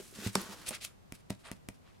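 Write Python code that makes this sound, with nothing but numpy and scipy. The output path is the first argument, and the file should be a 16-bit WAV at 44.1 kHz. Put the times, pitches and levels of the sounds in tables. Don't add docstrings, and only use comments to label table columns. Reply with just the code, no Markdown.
import sys
import numpy as np
from scipy import signal
from scipy.fft import rfft, irfft
from scipy.io import wavfile

SR = 44100
rng = np.random.default_rng(int(sys.argv[2]) if len(sys.argv) > 2 else 0)


def int16_out(signal):
    q = np.round(np.clip(np.atleast_2d(signal).T, -1, 1) * 32767)
    wavfile.write(sys.argv[1], SR, q.astype(np.int16))


N = 88200

# freq_hz, side_db
RUB_WIDTH = [(100, -5.5), (1000, -14), (2500, -4), (6000, -7.5), (12000, -4)]


def undb(db):
    return 10 ** (np.asarray(db) / 20)


def freqs():
    return np.maximum(np.arange(N + 1) * SR / (2 * N), 1)


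def gains(points):
    hz, db = np.array(points, float).T
    return undb(np.interp(np.log(freqs()), np.log(hz), db))


def shape(x, gain):
    cepstrum = irfft(np.log(gain))
    cepstrum[1:N] *= 2
    cepstrum[N + 1:] = 0
    return irfft(rfft(x, 2 * N) * np.exp(rfft(cepstrum)))[..., :N]


def since(start_s):
    return (np.arange(N) - round(start_s * SR)) / SR


def widen(mid, other, side_curve):
    side_gain = gains(side_curve)
    stereo = mid + np.array([[1], [-1]]) * shape(other, side_gain)
    return shape(stereo, 1 / np.sqrt(1 + side_gain ** 2))


def burst(start_s, fade_s):
    t = since(start_s)
    noise = rng.standard_normal((2, N)) * (t >= 0) * np.exp(-np.abs(t) / fade_s)
    return noise / np.sqrt(np.sum(noise ** 2, axis=1, keepdims=True))


def swell(peak_s, rise_s, fall_s):
    t = since(peak_s)
    return np.exp(-.5 * (t / np.where(t < 0, rise_s, fall_s)) ** 2)


def friction(catches_per_s=5000, catch_db=-5):
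    spread_db, flutter_db, flutter_s = 2.5, 1.5, .004
    catches = (rng.random((2, N)) < catches_per_s / SR) * rng.standard_normal((2, N))
    catches *= undb(spread_db * rng.standard_normal((2, N)))
    pressure = np.interp(since(0) / flutter_s, np.arange(N), rng.standard_normal(N))
    rub = rng.standard_normal((2, N)) + undb(catch_db) * catches / catches.std()
    rub *= undb(flutter_db * pressure)
    return widen(*(rub / rub.std()), RUB_WIDTH)


def wood_rub(level_curve, colour):
    time_s, level_db = np.array(level_curve).T
    envelope = undb(np.interp(since(0), time_s, level_db)) * (since(0) < time_s[-1])
    return shape(friction() * envelope, gains(colour))


def knock(modes, pan_db, start_s, level_db, contact_ms, lowest_hz, pitch_ratio):
    scatter_db, right_lag_s = 1, .00014
    t = np.arange(SR // 3) / SR
    ring = np.zeros((2, len(t)))
    for hz, mode_db, t60_s in modes:
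        driven = 1 / np.hypot(1, (lowest_hz / hz) ** 4)
        size = undb(mode_db + scatter_db * rng.standard_normal((2, 1))) * driven
        ring += size * np.cos(2 * np.pi * hz * pitch_ratio * t) * np.exp(-np.log(1000) * t / t60_s)
    ring = signal.sosfilt(signal.butter(2, lowest_hz / 2, "high", fs=SR, output="sos"), ring)
    age = np.maximum([since(start_s), since(start_s + right_lag_s)], 0) / (contact_ms / 1000)
    push = age * np.exp(-np.minimum(age, 50))
    push /= push.sum(axis=1, keepdims=True)
    channel_db = level_db + np.array([[pan_db], [-pan_db]]) / 2
    return signal.fftconvolve(push, ring, axes=1)[:, :N] * undb(channel_db)


def strokes(table, rub):
    # freq_hz, gain_db
    colour = [(100, 2), (700, 9), (850, 0), (1100, 5.5), (1900, 0.5), (2300, 3.5), (3100, 1.5), (4500, 0),
              (6500, -2), (8700, 0.5), (11000, 1.5), (16000, -10)]
    body_db = -16.5
    out, f, paper = 0, freqs(), gains(colour)
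    for peak_s, rise_s, fall_s, level_db, low_hz, high_hz in table:
        low_cut = 1 / np.hypot(1, (low_hz / f) ** 4)
        band = np.hypot(low_cut, undb(body_db)) / np.hypot(1, (f / high_hz) ** 2)
        stroke = np.roll(rub, rng.integers(N), axis=1) * swell(peak_s, rise_s, fall_s)
        out += shape(stroke, band * paper) * undb(level_db)
    return out


def crack(start_s, rattle_db, rattle_s=.0016):
    rattle = widen(*burst(start_s + 2 / SR, rattle_s), RUB_WIDTH)
    pulse = (since(start_s) == 0) + undb(rattle_db) * rattle
    power = np.abs(rfft(pulse.mean(axis=0), 2 * N)) ** 2
    notch_floor = .15
    return shape(pulse, 1 / np.sqrt(power / power.mean() + notch_floor))


def room_air():
    # freq_hz, gain_db
    colour = [(20, -52), (45, -44.5), (100, -38), (190, -40.5), (300, -46.5), (500, -49), (1000, -55),
              (2000, -62.5), (4000, -66.5), (8000, -71.5), (14000, -77), (16000, -90)]
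    # freq_hz, side_db
    width = [(30, -8), (100, 3.5), (400, 7), (2000, 1.5), (12000, -1.5)]
    return shape(widen(*rng.standard_normal((2, N)), width), gains(colour))


def cover_drag():
    # time_s, level_db
    level_curve = [(0, -48), (.02, -56.5), (.12, -64), (.14, -58), (.154, -51.5), (.18, -51), (.218, -46),
                   (.255, -42), (.274, -40.5), (.285, -46), (.302, -51.5), (.322, -61), (.345, -50.5),
                   (.356, -54), (.39, -83)]
    # freq_hz, gain_db
    colour = [(100, 1.5), (350, 9), (600, -2), (1400, 4.5), (2400, 5), (4000, 3), (7500, 1), (10500, -4),
              (13000, -4.5), (16000, -14)]
    return wood_rub(level_curve, colour)


def board_bumps():
    # base_hz, level_db, t60_s
    board_modes = [(50, -10, 0.094), (111, -2.5, 0.07), (170, -19, 0.047), (201, -2, 0.09),
                   (252.4, -9, 0.079), (373.5, -8, 0.057), (406.5, -13.5, 0.11), (496, -15.5, 0.069),
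                   (616, -19, 0.091), (870, -24, 0.053)]
    # start_s, level_db, contact_ms, lowest_hz, pitch_ratio
    bumps = [(.0005, -29, 0.31, 344, 0.99), (.126, -35.5, 0.48, 376, 1.03), (.172, -35.5, 0.75, 220, 1.03),
             (.187, -30.5, 0.51, 230, 1.06), (0.222, -29.5, 0.48, 262, 1.06), (.236, -34, 0.46, 333, 0.88),
             (0.2638, -22, 0.6, 78, 0.96), (0.2723, -32, 1.1, 70, 1.1), (.3558, -21.5, .24, 201, .98),
             (.366, -33, .4, 260, 1.0), (0.3762, -29.5, 0.5, 180, 0.95), (0.49, -38, 0.4, 200, 1.0),
             (.5, -40, .6, 220, 0.99), (0.681, -41.5, 1.5, 30, 0.82), (.727, -38, .4, 360, .96)]
    pan_db = -2.5
    return sum(knock(board_modes, pan_db, *bump) for bump in bumps)


def leaf_brushes():
    # peak_s, rise_s, fall_s, level_db, low_hz, high_hz
    brushes = [(.06, 0.088, 0.089, -52.5, 5440, 10300), (.156, 0.0059, 0.0055, -42.5, 4500, 6500),
               (.2728, 0.00046, 0.0013, -31.5, 1500, 12000), (.299, 0.0025, 0.0018, -45.5, 1500, 11000),
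               (.339, 0.013, 0.0099, -44.5, 6000, 6600), (.3487, .0005, .0005, -44, 6000, 11000),
               (.4165, 0.0006, 0.00054, -28, 10500, 13500)]
    return strokes(brushes, friction())


def book_scuff():
    # time_s, level_db
    level_curve = [(.35, -82), (.36, -43), (.39, -44), (.436, -46), (.48, -49), (.502, -48.5), (.53, -45.5),
                   (.56, -53.5), (.61, -52), (.648, -54.5), (.7, -56), (.8, -63.5)]
    # freq_hz, gain_db
    colour = [(80, 1.5), (300, 10), (750, 3.5), (1000, 8), (1400, 7.5), (2200, 2), (4000, 2.5), (7000, -1),
              (11000, -4.5), (16000, -14.5)]
    return wood_rub(level_curve, colour)


def page_clap():
    # freq_hz, gain_db
    riffle_colour = [(400, -1), (1500, -7), (3000, 1), (4000, 2), (4400, -5), (5100, 8.5), (5800, -4.5),
                     (6700, -5), (8300, 4.5), (11000, -5), (16000, -22)]
    # freq_hz, gain_db
    clap_colour = [(200, -16), (500, 10), (760, 6), (1050, 11), (1450, 5), (2100, -4), (3300, -9),
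                   (4000, -2), (5000, -1), (6000, -5), (8500, -9), (12000, -12.5), (16000, -30)]
    riffle_s, riffle_db, clap_db = .003, -22.5, -3.5
    closing = np.exp(-(2 * since(start_s=.3528) / riffle_s - 1) ** 4)
    riffle = shape(friction() * closing, gains(riffle_colour))
    clap = shape(crack(start_s=.3552, rattle_db=6), gains(clap_colour))
    return riffle * undb(riffle_db) - clap * undb(clap_db)


def finger_slides():
    # peak_s, rise_s, fall_s, level_db, low_hz, high_hz
    slides = [(.675, 0.01, 0.013, -38, 1810, 8000), (.685, 0.0032, 0.0057, -34, 2200, 11000),
              (.6928, 0.0037, 0.0012, -24, 7560, 12400), (.712, 0.0018, 0.01, -44, 400, 7000),
              (.734, 0.0067, 0.011, -37, 1300, 3860), (.752, 0.011, 0.0052, -35.5, 1740, 7300),
              (.763, 0.011, 0.0087, -45.5, 1510, 5000), (.823, 0.0091, 0.014, -39.5, 2100, 6400),
              (.8525, 0.013, 0.002, -36, 2170, 11500), (.859, 0.0056, 0.012, -46, 1940, 8950),
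              (.89, 0.023, 0.031, -57.5, 1000, 2000), (1.154, 0.012, 0.0075, -52.5, 1530, 11500),
              (1.207, 0.027, .006, -63, 1520, 9400), (1.303, 0.0023, 0.0066, -42, 900, 5800),
              (1.317, .008, 0.016, -53.5, 500, 5000), (1.351, 0.0022, .002, -57, 1200, 10000),
              (1.398, 0.0076, 0.025, -62, 1210, 9150), (1.458, 0.011, 0.021, -45, 790, 3770),
              (1.488, 0.013, 0.017, -47, 486, 2800), (1.529, 0.007, 0.0056, -50.5, 700, 6500),
              (1.567, 0.0071, 0.006, -64, 900, 8000), (1.749, 0.0075, .01, -63.5, 1500, 9000),
              (1.884, 0.023, 0.023, -58, 900, 3140), (1.956, 0.012, 0.011, -62.5, 1500, 4000)]
    # peak_s, rise_s, fall_s, level_db, centre_hz, width_hz
    squeaks = [(.692, 0.0044, 0.0015, -19.5, 8670, 1100), (.748, .012, 0.0063, -44, 8500, 1400),
               (1.472, .02, 0.021, -52, 8800, 2400)]
    rub = friction(catches_per_s=1300, catch_db=-2.5)
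    out = strokes(slides, rub)
    for peak_s, rise_s, fall_s, level_db, centre_hz, width_hz in squeaks:
        resonance = 1 / (1 + (2 * (freqs() - centre_hz) / width_hz) ** 2)
        out += shape(rub * swell(peak_s, rise_s, fall_s), resonance) * undb(level_db)
    return out


def finger_taps():
    # start_s, knock_db, contact_ms, lowest_hz, pitch_ratio, tick_db, spot_hz
    taps = [(0.7082, -31, 0.12, 300, 0.87, -17, 1230), (1.123, -42.5, 0.17, 35, 0.95, -19, 2370),
            (1.2997, -48.5, 0.057, 200, 1.0, -27.5, 3830), (1.3029, -45, 0.14, 100, 0.95, -25, 3800),
            (1.3044, -30, 0.2, 62, 0.98, -14, 3800), (1.5155, -39, 0.12, 40, 0.94, -17, 2000),
            (1.6876, -40, 0.15, 42, 0.98, -16.5, 2420)]
    # freq_hz, gain_db
    nail_colour = [(300, -16), (900, -4.5), (1450, 1.5), (1700, -6.5), (2000, 2), (2500, 2.5), (3100, 0),
                   (3500, -3.5), (4600, -8.5), (5200, -3), (7500, -3), (9000, -1.5), (11000, -2.5),
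                   (13000, -11.5), (16000, -16)]
    # pitch_hz, level_re_tick_db, t60_s
    cover_modes = [(2000, -32, 0.015), (2450, -33, 0.011), (5060, -32.5, 0.0092), (8500, -29, 0.0064)]
    # base_hz, level_db, t60_s
    book_modes = [(47, -6.5, 0.086), (112, -5.5, 0.08), (152, -5.5, 0.056), (200.6, -.5, 0.069),
                  (261, -4, 0.075), (360, -17.5, 0.055), (486, -15, 0.063), (608, -10, .06),
                  (694, -10, 0.055), (959, -12.5, 0.08), (1300, -23, 0.066), (1440, -16, 0.081),
                  (1520, -22, 0.076)]
    pan_db, spot_db, spot_t60_s = -2, -23.5, .013
    rebound_s, rebound_db = .0078, -4
    ticks, rings = 0, 0
    for start_s, knock_db, contact_ms, lowest_hz, pitch_ratio, tick_db, spot_hz in taps:
        ticks += undb(tick_db) * crack(start_s, rattle_db=-2.5)
        cover = cover_modes + [(spot_hz, spot_db, spot_t60_s)]
        rings += knock(cover, 0, start_s - 1 / SR, tick_db,
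                       contact_ms=.013, lowest_hz=lowest_hz, pitch_ratio=1)
        rings += knock(book_modes, pan_db, start_s, knock_db, contact_ms, lowest_hz, pitch_ratio)
        rings += knock(book_modes, pan_db, start_s + rebound_s, knock_db + rebound_db,
                       contact_ms=.55, lowest_hz=np.hypot(lowest_hz, 250), pitch_ratio=pitch_ratio * 1.06)
    return shape(ticks, gains(nail_colour)) + rings


def room(x):
    early_db, tail_db, t60_s = -20.5, -12.5, .2
    early = undb(early_db) * burst(start_s=.0025, fade_s=.0059)
    tail = undb(tail_db) * burst(start_s=.005, fade_s=t60_s / np.log(1000))
    return x + signal.fftconvolve(x, early + tail, axes=1)[:, :N]


def scene():
    air = room_air()
    book = cover_drag() + board_bumps() + leaf_brushes() + book_scuff() + page_clap()
    return air + room(book + finger_slides() + finger_taps())


def record(dry):
    top_hz = 16000
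    return signal.sosfilt(signal.ellip(8, .2, 70, top_hz, fs=SR, output="sos"), dry)


dry = scene()
out = record(dry)
int16_out(out)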